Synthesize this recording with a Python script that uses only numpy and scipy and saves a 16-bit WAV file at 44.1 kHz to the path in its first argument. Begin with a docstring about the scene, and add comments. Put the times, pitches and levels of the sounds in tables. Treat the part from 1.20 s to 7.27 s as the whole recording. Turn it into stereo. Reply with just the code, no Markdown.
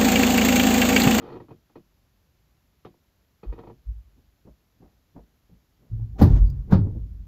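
"""Two heavy blows hit a parked car, heard from inside: its panels ring and loose fittings crash along.
The body heaves under a shifting weight, so the cabin air booms in surges; cloth scuffs and metal chinks.
Before the blows, plastic trim creaks in short runs of tiny slips as someone leans on it, and soft
padded bumps follow. A faint outdoor rumble and the microphones' hiss lie underneath."""
import sys
import numpy as np
from scipy import signal
from scipy.fft import rfft, irfft, next_fast_len
from scipy.io import wavfile
from scipy.ndimage import map_coordinates

SR = 44100
rng = np.random.default_rng(int(sys.argv[2]) if len(sys.argv) > 2 else 0)


def transcribe(u):
    """Save the signal u as a 16-bit wav file named by the first command-line argument.

    u: samples, shape (n,) or (channels, n), limited to [-1, 1]; the rate is SR.
    q: integer samples, one column per channel.
    """
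    v = np.clip(np.atleast_2d(u).T, -1, 1)
    q = np.round(v * 32767).astype(np.int16)
    wavfile.write(sys.argv[1], SR, q)


N = 267687
TIME = np.arange(N) / SR
AGE = np.arange(SR) / SR  # seconds since a sound began
BRIEF = AGE[:SR // 4]
SIDES = np.array([[1], [-1]]) / 2  # half to the left, minus half to the right
ROCK_HZ, ROCK_DEPTH = 11, 0.66
SLIPS_PER_S, SLOWING_PER_S, DULLING_DB_PER_OCTAVE_PER_S = 90, 1.8, 13.3

# A mode is a pitch at which a thing rings. A fade_s is the time it takes to drop by 60 dB.
# Heavy blows: start_s, ring_db, strongest_hz, crash_db, tilt_db_per_octave, rise_s,
# thump_db, thump_hz, clack_db
HEAVY_BLOWS = [(5.011, -8, 306, -11, 0, 0.0042, -15, 282.4, -43),
               (5.521, -13.5, 179, -16.5, -5.5, 0.0018, -3, 185, -27)]
# Modes of the body panels, plastic trim and small metal parts: pitch_hz, level_db, fade_s
BODY_MODES = [(89.62, 0, 0.98), (114.8, 2.5, 0.69), (139.8, -8, 0.42), (157.3, -1, 0.47),
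              (179.8, -4.5, 0.35), (210, 3, 0.14), (232, -21, 0.22), (291.5, -10.5, 0.28),
              (320, -27.5, 0.054), (356.6, -7.5, 0.2), (388, -30, 0.067), (525.6, -5.5, 0.18),
              (590, -10, 0.18), (802.7, -6.5, 0.16), (926, -14, 0.22), (1043, -28.5, 0.2),
              (1168, -11, 0.14), (1390, -19.5, 0.06), (1620, -30.5, 0.2), (3900, -34.5, .16),
              (4413, -35.5, .16), (6650, -51.5, 0.13)]
TRIM_MODES = [(107, -10.5, 0.15), (150, -15, 0.09), (231, -21, 0.23), (253, -5.5, 0.086), (310.5, -5, 0.1),
              (342.4, -5, 0.17), (359, -1, 0.15), (462, 3, 0.11), (550, -16, 0.092), (616, -17, 0.21),
              (733, -11.5, 0.11), (809, -0.5, 0.041), (966, -0.5, 0.031), (1098, -16.5, 0.13),
              (1274, -6, 0.031), (1710, -64, 0.072), (1750, -21, 0.059), (1893, -7, 0.039),
              (2240, -24, 0.097), (2496, -17.5, 0.092), (3020, -26.5, 0.1), (3230, -28, 0.13),
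              (3690, -29.5, 0.12), (4200, -25.5, 0.084), (4480, -27.5, 0.093)]
METAL_MODES = [(4600, -4, 0.13), (4710, -2.5, .08), (4870, -6.5, .07), (6900, -9, .05), (13700, 1.5, .025)]
# Heaves of the body: start_s, air_db, air_hz, panel_db, panel_hz, shudder_db, hold_s, fade_s
BODY_HEAVES = [(2.248, -22.5, 48.8, -42, 87, -48, 0.064, 0.18),
               (2.649, -23, 53.9, -38, 97, -50, 0.064, .38),
               (4.692, -28, 46.8, -24, 110.5, -30, 0.16, 0.32),
               (4.993, -19, 46, -4, 86.8, -22, 0.081, 0.086),
               (5.089, -6.5, 47.07, -18.5, 84.95, -28.5, 0.18, 0.16),
               (5.269, -21.5, 44.1, -27, 129.9, -47, 0.068, 0.64),
               (5.516, -33.5, 52, -12.5, 102.7, -23.5, 0.078, 0.38)]
# Single jerks of the trim: start_s, level_db, tilt_db_per_octave, snap_db
TRIM_JERKS = [(.201, -42, -1, 4), (0.23, -53, -0.5, -5), (.285, -50, -.5, 8), (.307, -40.5, -2, 1.5),
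              (.497, -61, 1.5, 4), (0.556, -42, -1, 1.5), (1.650, -40.5, 1, 5.5), (1.743, -62, -5, 16),
              (2.231, -42.5, 0, -3.5), (2.325, -41, -.5, 1.5), (2.379, -44, -2.5, -4), (2.39, -42.5, 0, 8),
              (2.434, -44, -1.5, -2), (2.471, -41, -1.5, 3), (2.499, -44.5, -2, 8)]
# Loudness along two runs of slips, a creak and a faint grind: time_s, level_db
CREAK_RUN = [(0.0, -53), (0.01, -44.5), (0.166, -40), (0.18, -44)]
GRIND_RUN = [(2.25, -62), (2.36, -55), (2.48, -56.5)]
# Padded bumps: start_s, level_db, ring_hz, ring_db, rise_s, fade_s
SOFT_BUMPS = [(2.974, -51, 525, -1, 0.0085, .16), (3.262, -39, 620, 12, 0.012, 0.14),
              (3.613, -42, 770, 6, 0.017, 0.22), (3.959, -37, 660, 7.5, 0.0029, 0.19),
              (4.305, -46, 350, -21, 0.014, .22), (4.601, -53, 624, 11, 0.028, 0.45),
              (4.792, -52, 780, 3.5, 0.0031, .24), (4.954, -46, 752, 21.5, 0.0092, .3),
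              (5.486, -32, 917, -2, 0.02, 0.27), (5.660, -28.5, 370, -11, 0.0071, .21),
              (5.757, -33, 323, 3.5, 0.0016, .18)]
# Cloth brushing the seat: peak_s, level_db, rise_s, fall_s
CLOTH_STROKES = [(5.001, -22, 0.0083, 0.035), (5.108, -33.5, .03, 0.059), (5.171, -36, 0.013, 0.015),
                 (5.251, -52, 0.042, 0.15), (5.52, -25, 0.0071, 0.021)]
# The latch and other metal parts touching: start_s, level_db
METAL_TOUCHES = [(5.024, -33.5), (5.26, -56.5), (5.278, -59), (5.299, -49.5)]

# Tone of each noise, from bass to treble: pitch_hz, relative_db
CRASH_TONE = [(40, -1.5), (130, 0), (300, -1.5), (500, -8.5), (850, -9.5), (1300, -25.5), (1550, -22),
              (1950, -26), (2600, -37.5), (4400, -31), (7000, -40.5), (9000, -47), (13500, -35),
              (15700, -44)]
DOOR_CLACK_TONE = [(300, -23.5), (650, -8), (1000, -2.5), (1400, -2), (1800, -16.5), (3000, -22),
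                   (4800, -18.5), (8000, -45.5), (15000, -56.5)]
SHUDDER_TONE = [(22, -18.5), (48, 15), (70, 10), (125, -2.5), (200, -9), (350, -24), (700, -47),
                (1500, -49.5), (4000, -92)]
RATTLE_TONE = [(70, -13), (130, -0.5), (400, -1), (700, -6), (1150, -10), (1600, -18.5), (2600, -26),
               (4500, -33.5), (7000, -43), (15000, -55.5)]
PADDING_TONE = [(25, -11), (60, -0.5), (130, 4.5), (250, 2.5), (400, -0.5), (520, -1.5), (650, -7.5),
                (800, -1.5), (1200, -3), (2000, -4.5), (15000, -18)]
CLOTH_TONE = [(150, 14.5), (400, 2.5), (900, -5), (1500, -11), (2600, -20.5), (4700, -25), (7000, -25),
              (9000, -42), (13000, -37.5), (15500, -40)]
CHINK_TONE = [(2500, -22.5), (4500, 0), (8000, -11), (13000, -9.5), (15500, -18.5)]
RUMBLE_TONE = [(20, -32), (32, -21.5), (45, 3), (95, -3.5), (140, -6.5), (350, -19.5), (600, -40),
               (1000, -39), (2200, -65)]
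HISS_TONE = [(300, 5.5), (1000, -0.5), (2500, -4.5), (4500, -6), (7200, -9), (8800, -27.5), (11000, -8.5),
             (14000, -9), (15000, -20.5)]
# How long the fittings' crash and the trim's rattle last: pitch_hz, fade_s
CRASH_FADES = [(60, 0.63), (200, 0.55), (600, 0.15), (1500, 0.2), (5000, 0.22), (13000, 0.15)]
RATTLE_FADES = [(120, 0.26), (400, 0.1), (1200, 0.087), (4000, 0.14), (12000, 0.015)]

# How alike left and right sound (1 is the same), nearly mono in the top treble: pitch_hz, likeness
STEREO_LIKENESS = [(30, 0.94), (100, 0.6), (250, 0.59), (600, 0.77), (1500, 0.26), (5000, 0.38),
                   (12000, 0.95)]
# How alike the hiss is on the left and right: pitch_hz, likeness
HISS_LIKENESS = [(300, 0.067), (2000, 0.067), (7000, 0.023), (13000, 0.3)]
# Balance of a sound from the right: pitch_hz, left_minus_right_db
LEFT_LEVEL = [(40, 7), (120, -1.5), (250, -2.5), (1000, -3.5), (3000, -2.5), (10000, 0.5)]
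# How late that sound reaches the left microphone: pitch_hz, delay_ms
LEFT_DELAY = [(100, 0.056), (500, 0.53), (1000, 0.19), (2000, 0.34), (5000, 0.148), (11000, 0.0061)]


def blows():
    """Where a blow lands picks which modes ring most; the panel thumps and loose fittings crash."""
    out = np.zeros((2, N))
    for start, ring_db, strongest_hz, crash_db, slope, rise, thump_db, thump_hz, clack_db in HEAVY_BLOWS:
        modes = [(hz, db - min(9 * np.log2(hz / strongest_hz) ** 2, 7), fade)
                 for hz, db, fade in BODY_MODES]
        panels = gain(ring_db) * ring(modes, AGE)
        crash = gain(crash_db) * rattle(CRASH_TONE, CRASH_FADES)
        clack = gain(clack_db) * noise(DOOR_CLACK_TONE) * release(fade_s=0.19)
        hit = tilted(panels + crash, slope, pivot_hz=1320) + clack
        # The finest rattle takes a moment to get going.
        treble = filtered(hit, lambda hz: 1 / (1 + (2500 / (hz + 1)) ** 4))
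        add(out, start, (hit - treble) * onset(rise) + gain(-2) * treble * onset(0.0062))
        # The struck panel gives way and comes back.
        peak = start + 0.00925
        thump = swell(peak, rise_s=0.002, fall_s=0.013) * np.cos(2 * np.pi * thump_hz * (TIME - peak))
        out += gain(thump_db) * thump
    return out


def heaves():
    """The rocking body pushes the cabin air and a large panel in surges, and is left shuddering."""
    out = np.zeros((2, N))
    surges = onset(0.03) * (1 - ROCK_DEPTH * np.cos(np.pi * ROCK_HZ * AGE) ** 2)
    for start, air_db, air_hz, panel_db, panel_hz, shudder_db, hold, fade in BODY_HEAVES:
        air = boom(air_db, air_hz, left_minus_right_db=3)
        panel = boom(panel_db, panel_hz, left_minus_right_db=-2)
        shudder = gain(shudder_db) * noise(SHUDDER_TONE) * onset(0.021) * release(fade_s=1.79)
        add(out, start, (air + panel) * surges * release(fade, hold) + shudder)
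    return out


def boom(db, hz, left_minus_right_db):
    """One deep tone, unequal and a little out of step at the two microphones."""
    return gain(db + SIDES * left_minus_right_db) * np.sin(2 * np.pi * hz * AGE - SIDES * 0.4)


def creaks():
    """The trim sticks and slips, in single jerks and in runs that grow slower and duller."""
    out = np.zeros((2, N))
    for start, db, slope, snap_db in TRIM_JERKS:
        add(out, start, slip(db, slope, snap_db))
        add(out, start + 0.0095, slip(db - 6, slope - 2.5, snap_db=-15))  # the trim springs back
    for run in (CREAK_RUN, GRIND_RUN):
        times, levels = np.transpose(run)
        now = times[0] + 0.005
        while now < times[-1]:
            age = now - times[0]
            gap = np.exp(SLOWING_PER_S * age) / SLIPS_PER_S
            late, weaker = rng.standard_normal(2)
            db = np.interp(now, times, levels) - 0.1 * weaker
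            slope = 1.14 - DULLING_DB_PER_OCTAVE_PER_S * age
            add(out, now + 0.22 * gap * late, slip(db, slope, snap_db=4.5))
            now += gap
    return out


def slip(db, slope, snap_db):
    """One slip snaps the trim panel; its ring and rattle build up just after."""
    panel = ring(TRIM_MODES, BRIEF) * onset(0.0024, BRIEF)
    buzz = gain(1.5) * rattle(RATTLE_TONE, RATTLE_FADES, len(BRIEF)) * onset(0.0035, BRIEF)
    click = gain(snap_db) * snap(first_hz=1350 * 2 ** (0.1 * slope), travel_s=0.0166, life_s=0.0014)
    return gain(db) * tilted(click + panel + buzz, slope, pivot_hz=440)


def snap(first_hz, travel_s, life_s):
    """A sharp bend runs through the panel. High pitches cross first, so the pitch falls."""
    return np.sin(2 * np.pi * first_hz * BRIEF / (1 + BRIEF / travel_s)) * np.exp(-BRIEF / life_s)


def bumps():
    """Soft padding touches first, then comes the firm contact; the cabin air swells just after."""
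    out = np.zeros((2, N))
    air_hz = 54
    for start, db, ring_hz, ring_db, rise, fade in SOFT_BUMPS:
        touch = thud(ring_hz=410, ring_db=5.5, rise_s=0.0091, fade_s=0.17)
        add(out, start - 0.016, gain(db - 3.5) * touch)
        add(out, start, gain(db) * thud(ring_hz, ring_db, rise, fade))
        air = swell(start + 0.043, rise_s=0.0096, fall_s=0.034)
        out += gain(db - 11) * air * np.sin(2 * np.pi * air_hz * (TIME - start))
    return out


def thud(ring_hz, ring_db, rise_s, fade_s):
    """A padded contact: noise with a hollow peak (or dip) at one pitch and little treble above it."""
    hollow = lambda hz: gain(ring_db / (1 + ((hz / ring_hz - 1) / 0.08) ** 2))
    muffled = filtered(noise(PADDING_TONE), lambda hz: hollow(hz) / (1 + (hz / ring_hz) ** 3))
    return unit(muffled) * onset(rise_s) * release(fade_s)


def cloth_scuffs():
    """Cloth rubs over the seat around the blows, louder as it presses harder."""
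    pressure = sum(gain(db) * swell(peak, rise, fall) for peak, db, rise, fall in CLOTH_STROKES)
    return pressure * noise(CLOTH_TONE, N)


def metal_chinks():
    """Small metal parts touch with a tick and ring briefly."""
    out = np.zeros((2, N))
    for start, db in METAL_TOUCHES:
        tick = gain(5.5) * noise(CHINK_TONE, len(BRIEF)) * np.exp(-BRIEF / 0.003)
        ringing = gain(-5) * ring(METAL_MODES, BRIEF)
        add(out, start, gain(db) * (tick + ringing) * onset(0.002, BRIEF))
    return out


def background():
    """An outdoor rumble whose level wanders slightly, and steady microphone hiss."""
    drift = map_coordinates(rng.standard_normal(N // SR * 5 + 8), [TIME * 5])  # 5 new values a second
    rumble = gain(-66.5 + 0.5 * drift) * noise(RUMBLE_TONE, N)
    hiss = gain(-69.5) * noise(HISS_TONE, N, HISS_LIKENESS)
    return rumble + hiss


def from_the_right(x):
    """Sound from the right reaches the left microphone later and, at most pitches, weaker."""
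    balance = lambda hz: gain(SIDES * look_up(LEFT_LEVEL, hz))
    delay = lambda hz: np.exp(-2j * np.pi * hz * SIDES * look_up(LEFT_DELAY, hz) / 1000)
    return filtered(x, lambda hz: balance(hz) * delay(hz))


def ring(modes, t):
    """Fading tones, never struck quite the same; high ones are more out of step left and right."""
    hz, db, fade_s = np.transpose(modes)[:, :, None]
    strength, place = rng.standard_normal((2, len(modes), 1))
    sign = (-1) ** np.arange(len(modes))[:, None]
    level = sign * gain(db + 1.5 * strength - 60 * t / fade_s)
    shift = place * np.minimum(hz / 1500, 0.6)
    phase = 2 * np.pi * hz * t
    return np.array([np.sum(level * np.sin(phase + side * shift), axis=0) for side in (1, -1)])


def rattle(tone, fades, size=SR):
    """A crowd of close modes: noise in which each pitch dies away at its own speed."""
    hz, t, slices = signal.stft(noise(tone, size), SR, nperseg=256)
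    fading = gain(-60 * t / look_up(fades, hz)[:, None])
    return signal.istft(slices * fading, SR)[1][:, :size]


def noise(tone, size=SR, likeness=STEREO_LIKENESS):
    """Stereo noise of a given tone, made of a shared part and a part opposite in left and right."""
    width = lambda hz: np.arccos(look_up(likeness, hz)) / 2
    shape = lambda hz: gain(look_up(tone, hz)) * [np.cos(width(hz)), np.sin(width(hz))]
    shared, opposite = filtered(rng.standard_normal((2, size)), shape)
    return unit(np.array([shared + opposite, shared - opposite]))


def onset(rise_s, t=AGE):
    """A contact builds up smoothly from silence."""
    return 1 - np.exp(-(t / rise_s) ** 2)


def release(fade_s, hold_s=0):
    """Full level for the hold time, then a steady fade."""
    return gain(-60 * np.maximum(AGE - hold_s, 0) / fade_s)


def swell(peak_s, rise_s, fall_s):
    """A level that climbs to a peak and falls at another speed."""
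    return np.exp(-0.5 * ((TIME - peak_s) / np.where(TIME < peak_s, rise_s, fall_s)) ** 2)


def tilted(x, slope, pivot_hz):
    """Harder contacts are brighter: tilt the treble above the pivot by slope dB per octave."""
    return filtered(x, lambda hz: gain(slope * np.log2(np.maximum(hz / pivot_hz, 1))))


def filtered(x, response):
    """Multiply each frequency in x by response(hz)."""
    size = x.shape[-1]
    padded = next_fast_len(size + SR // 4)
    hz = np.fft.rfftfreq(padded, 1 / SR)
    return irfft(rfft(x, padded) * response(hz), padded)[..., :size]


def look_up(table, hz):
    """Read between a table's rows, giving each octave equal room."""
    pitches, values = np.transpose(table)
    return np.interp(np.log(hz + 1), np.log(pitches + 1), values)


def gain(db):
    """Turn decibels into a multiplier."""
    return 10 ** (np.asarray(db) / 20)


def unit(x):
    """Scale to an average (rms) level of 1."""
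    return x / np.sqrt(np.mean(x ** 2) + 1e-20)


def add(track, start_s, sound):
    """Mix a sound in at its start time."""
    first = max(round(start_s * SR), 0)
    track[:, first:first + sound.shape[-1]] += sound[..., :N - first]


def scene():
    """Background and heaves fill the cabin; the hits, scuffs and creaks come from the right."""
    all_around = background() + heaves()
    contacts = bumps() + blows() + cloth_scuffs() + metal_chinks() + creaks()
    return all_around + from_the_right(contacts)


def record(dry):
    """Round off the highest peaks and cut the very top of the treble."""
    ceiling, top_hz = 0.92, 15700
    rounded = dry / (1 + np.abs(dry / ceiling) ** 8) ** (1 / 8)
    return filtered(rounded, lambda hz: hz < top_hz)


dry = scene()
out = record(dry)
transcribe(out)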